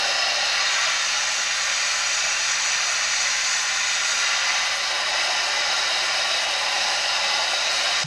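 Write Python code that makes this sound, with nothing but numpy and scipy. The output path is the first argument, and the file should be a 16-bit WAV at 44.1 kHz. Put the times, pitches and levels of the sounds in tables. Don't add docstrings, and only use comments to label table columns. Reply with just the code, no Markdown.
import sys
import numpy as np
from scipy import signal
from scipy.io import wavfile
from scipy.ndimage import uniform_filter1d

SR = 44100
rng = np.random.default_rng(int(sys.argv[2]) if len(sys.argv) > 2 else 0)


def inscribe(sig):
    pcm = np.round(np.clip(np.atleast_2d(sig).T, -1, 1) * 32767)
    wavfile.write(sys.argv[1], SR, pcm.astype(np.int16))


N = 355446
FRAME, HOP = 2048, 256
HZ = np.fft.rfftfreq(FRAME, 1 / SR)
TIMES = np.arange(N // HOP + 5) * HOP / SR
SECONDS = np.arange(N) / SR

# (per Hz, relative)
ROAR_SPECTRUM = [(150, -30), (300, -24.5), (370, -12.5), (470, -21.5), (545, 0), (700, 0.5), (850, -3.5),
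                 (1050, -9), (1600, -23.5), (4000, -51)]
RUSH_SPECTRUM = [(300, -42), (600, -15.5), (900, -13), (1200, -5.5), (1900, -2.5), (2450, -4), (2800, -2.5),
                 (3100, -2), (3500, -10), (5000, -21), (9000, -58)]
PIPE_SPECTRUM = [(1500, -22), (2600, -7), (3200, -9), (3480, -12), (3650, 0.5), (4500, -0.5), (5200, -2.5),
                 (5700, -4.5), (7000, -15), (9000, -55)]
HISS_SPECTRUM = [(3000, -32.5), (4500, -2), (5500, -9.5), (5900, 1.5), (6800, -2), (7150, -11.5),
                 (8000, -13.5), (9000, -26.5), (12000, -51)]
SPRAY_SPECTRUM = [(6000, -21.5), (7500, -2), (8500, 4.5), (9500, 1), (10000, 0), (10700, -1), (11400, -5),
                  (12100, -11), (13000, -21), (13700, -27)]
# dry_steam_db, wet_steam_db
ROAR_LEVELS = (-41.5, -31)
RUSH_LEVELS = (-26, -27)
PIPE_LEVELS = (-30, -25.5)
HISS_LEVELS = (-27.5, -34.5)
SPRAY_LEVELS = (-47, -47)

# time_s, wetness_share (0-1)
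WETNESS_CURVE = [(0, 1), (.46, 0.88), (.56, 0.65), (.9, 0.24), (1.3, 0.18), (2.1, 0), (4.1, 0.1),
                 (4.3, 0.4), (4.55, 0.48), (4.85, 0.58), (4.93, 0.83), (6.7, 0.93), (8, 0.88)]
# pitch_hz, width_hz, lift_db
WET_OUTLET = [(2880, 320, 6), (3830, 200, 6), (5086, 300, 7), (7840, 190, 8.5), (8600, 320, 4.5),
              (9500, 250, 3.5)]
DRY_OUTLET = [(2470, 220, 4.6), (3500, 210, 3.8), (3620, 190, 4.9), (4270, 290, 2.6), (4880, 180, 5.2),
              (5750, 160, 3.9), (5920, 130, 2.2), (6760, 170, 3.9), (7890, 100, 8.9)]
# pitch_hz, width_hz, lift_db
FRAME_CAVITIES = [(352, 25, 2.5), (427, 27, 5.5), (589, 21, 1), (766, 47, 6), (849, 44, 10.5),
                  (991, 46, 4.5), (1023.4, 36.5, 10), (1147.5, 47, 9.5), (1207, 20, 7.5), (1325, 74, 4),
                  (1408, 67, 9.5), (1487, 54, 5), (1580, 90, 5), (1747, 100, 4.5), (1854, 115, 7.5),
                  (2011, 114, 9), (2255, 92, 6.5), (2380, 37, 5.5), (2400, 38, 4), (2597, 67, 6),
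                  (2756, 23, 5.5)]
# pitch_hz, width_hz, lift_db
OPEN_AIR_PATH = [(790, 62, 4.5), (866, 39, -15), (1026, 59, -11), (1104, 70, 4.5), (1945, 81, 8),
                 (1996, 110, -6), (2530, 79, -6), (2745, 120, 5), (4270, 180, 4.5), (5270, 140, 1.5),
                 (7650, 220, -10), (8650, 430, -8)]
CLOUD_S = 0.77

# start_s, length_s, rise_db
WATER_SLUGS = [(0, 0.1, 2), (4.89, .4, 1), (6.61, 0.12, 1.5)]
# start_s, length_s, rise_db
PLUME_SURGES = [(.5, 0.46, 2.5), (4.22, 0.44, 2)]
# start_s, length_s, drop_db
PRESSURE_LULLS = [(4.68, 0.43, 2.5), (6.38, 0.36, 1.5), (7.48, 0.1, 0.5)]
# start_s, length_s, rise_db
SPRAY_SPITS = [(4.04, 0.19, 2), (6.8, .1, 1.5), (7.7, 0.12, 3)]
SLUG_EDGE_S, SURGE_EDGE_S, LULL_EDGE_S, SPIT_EDGE_S = 0.021, 0.073, 0.046, 0.025
PIPE_IN_SURGE, RUSH_IN_LULL, HISS_IN_SPIT = 0.35, 0.26, 0.9

BREAK_S, AFTER_DB = 8.037, -12
THUMP_HZ, THUMP_DB = 150, -25

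# (per Hz, relative)
YARD_SPECTRUM = [(15, -5), (25, 4), (36, 3), (70, 5.5), (110, 2.5), (170, -1), (205, 11), (260, -2.5),
                 (600, -10), (3000, 2.5), (9000, -33), (15500, -39)]
YARD_DB = -52
# pitch_hz, level_db (rms)
HUM_TONES = [(25, -66), (50, -65), (15625, -89)]
EDGE_HZ = 15750


def steam():
    wet = np.clip(np.interp(TIMES, *np.transpose(WETNESS_CURVE)), 0, 1)
    roar_db, rush_db, pipe_db, hiss_db, spray_db = jet_levels(wet)

    outlet = np.outer(wet, lift(WET_OUTLET)) + np.outer(1 - wet, lift(DRY_OUTLET))
    clear = 0.5 - 0.5 * np.tanh((TIMES[:, None] - CLOUD_S) / 0.39)
    ripples = 1.93 * patches(life_s=0.4, span_hz=32)
    colour = outlet + lift(FRAME_CAVITIES) + clear * lift(OPEN_AIR_PATH) + ripples

    roar = turbulence(read(ROAR_SPECTRUM) + colour, roar_db, eddy_db=1.4, flutter_db=0.02, waver_db=0.14)
    rush = turbulence(read(RUSH_SPECTRUM) + colour, rush_db, eddy_db=0.5, flutter_db=0.06, waver_db=0.02)
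    pipe = turbulence(read(PIPE_SPECTRUM) + colour, pipe_db, eddy_db=0.5, flutter_db=0.4, waver_db=0.55)
    hiss = turbulence(read(HISS_SPECTRUM) + colour, hiss_db, eddy_db=0.35, flutter_db=0.55, waver_db=0.7)
    spray = turbulence(read(SPRAY_SPECTRUM) + colour, spray_db, eddy_db=1.0, flutter_db=1.0, waver_db=0.3)
    return roar + rush + pipe + hiss + spray


def jet_levels(wet):
    parts = (ROAR_LEVELS, RUSH_LEVELS, PIPE_LEVELS, HISS_LEVELS, SPRAY_LEVELS)
    roar, rush, pipe, hiss, spray = (np.interp(wet, (0, 1), ends) for ends in parts)
    slug = swells(WATER_SLUGS, SLUG_EDGE_S)
    surge = swells(PLUME_SURGES, SURGE_EDGE_S)
    lull = swells(PRESSURE_LULLS, LULL_EDGE_S)
    spit = swells(SPRAY_SPITS, SPIT_EDGE_S)
    return (roar + slug,
            rush + surge - RUSH_IN_LULL * lull,
            pipe + PIPE_IN_SURGE * surge - lull,
            hiss - lull + HISS_IN_SPIT * spit,
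            spray + spit)


def swells(events, edge_s):
    total = 0
    for start, length, db in events:
        set_in = np.tanh((TIMES - start) / edge_s)
        let_go = np.tanh((TIMES - start - length) / edge_s)
        total = total + db * (set_in - let_go) / 2
    return total


def turbulence(colour_db, level_db, eddy_db, flutter_db, waver_db):
    eddies = eddy_db * patches(life_s=0.026, span_hz=500)
    quick, slow = rng.standard_normal((2, len(TIMES)))
    flutter = flutter_db * evened(uniform_filter1d(quick, size=7))
    waver = waver_db * evened(uniform_filter1d(slow, size=30))
    moving_db = np.interp(SECONDS, TIMES, level_db + flutter + waver)
    return amp(moving_db) * noise(colour_db + eddies)


def thump(rise_s):
    t = np.maximum(SECONDS - BREAK_S, 0)
    swell = (t / rise_s) ** 2 * np.exp(1 - (t / rise_s) ** 2)
    return amp(THUMP_DB) * swell * np.sin(2 * np.pi * THUMP_HZ * t)


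def background():
    hum = sum(amp(db) * np.sqrt(2) * np.sin(2 * np.pi * hz * SECONDS) for hz, db in HUM_TONES)
    return amp(YARD_DB) * noise(read(YARD_SPECTRUM)) + hum


def noise(field_db):
    real, imag = rng.standard_normal((2, len(TIMES), len(HZ)))
    spectra = (real + 1j * imag) * amp(field_db)
    _, sound = signal.istft(spectra.T, nperseg=FRAME, noverlap=FRAME - HOP)
    return evened(sound[:N])


def patches(life_s, span_hz):
    field = rng.standard_normal((len(TIMES), len(HZ)))
    over_time = np.fft.fftfreq(len(TIMES), HOP / SR)[:, None] * life_s
    over_hz = np.fft.rfftfreq(len(HZ), HZ[1]) * span_hz
    smoothing = np.exp(-2 * (over_time ** 2 + over_hz ** 2))
    return evened(np.fft.irfft2(np.fft.rfft2(field) * smoothing, field.shape))


def read(points):
    hz, db = np.transpose(points)
    return np.interp(np.log(HZ + 1), np.log(hz + 1), db)


def lift(modes):
    return sum(db * 2 ** -(2 * (HZ - hz) / width) ** 2 for hz, width, db in modes)


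def amp(db):
    return 10 ** (np.asarray(db) / 20)


def evened(x):
    return x / np.sqrt(np.mean(x ** 2) + 1e-20)


def scene():
    gate = np.where(SECONDS < BREAK_S, 1, amp(AFTER_DB))
    sounding = uniform_filter1d(gate, size=200)
    mono = sounding * steam() + background() + thump(rise_s=0.014)
    return np.array([mono, mono])


def record(dry):
    low_pass = signal.firwin(1023, EDGE_HZ, window=("kaiser", 9), fs=SR)
    return signal.oaconvolve(dry, low_pass[None], "same", axes=1)


dry = scene()
out = record(dry)
inscribe(out)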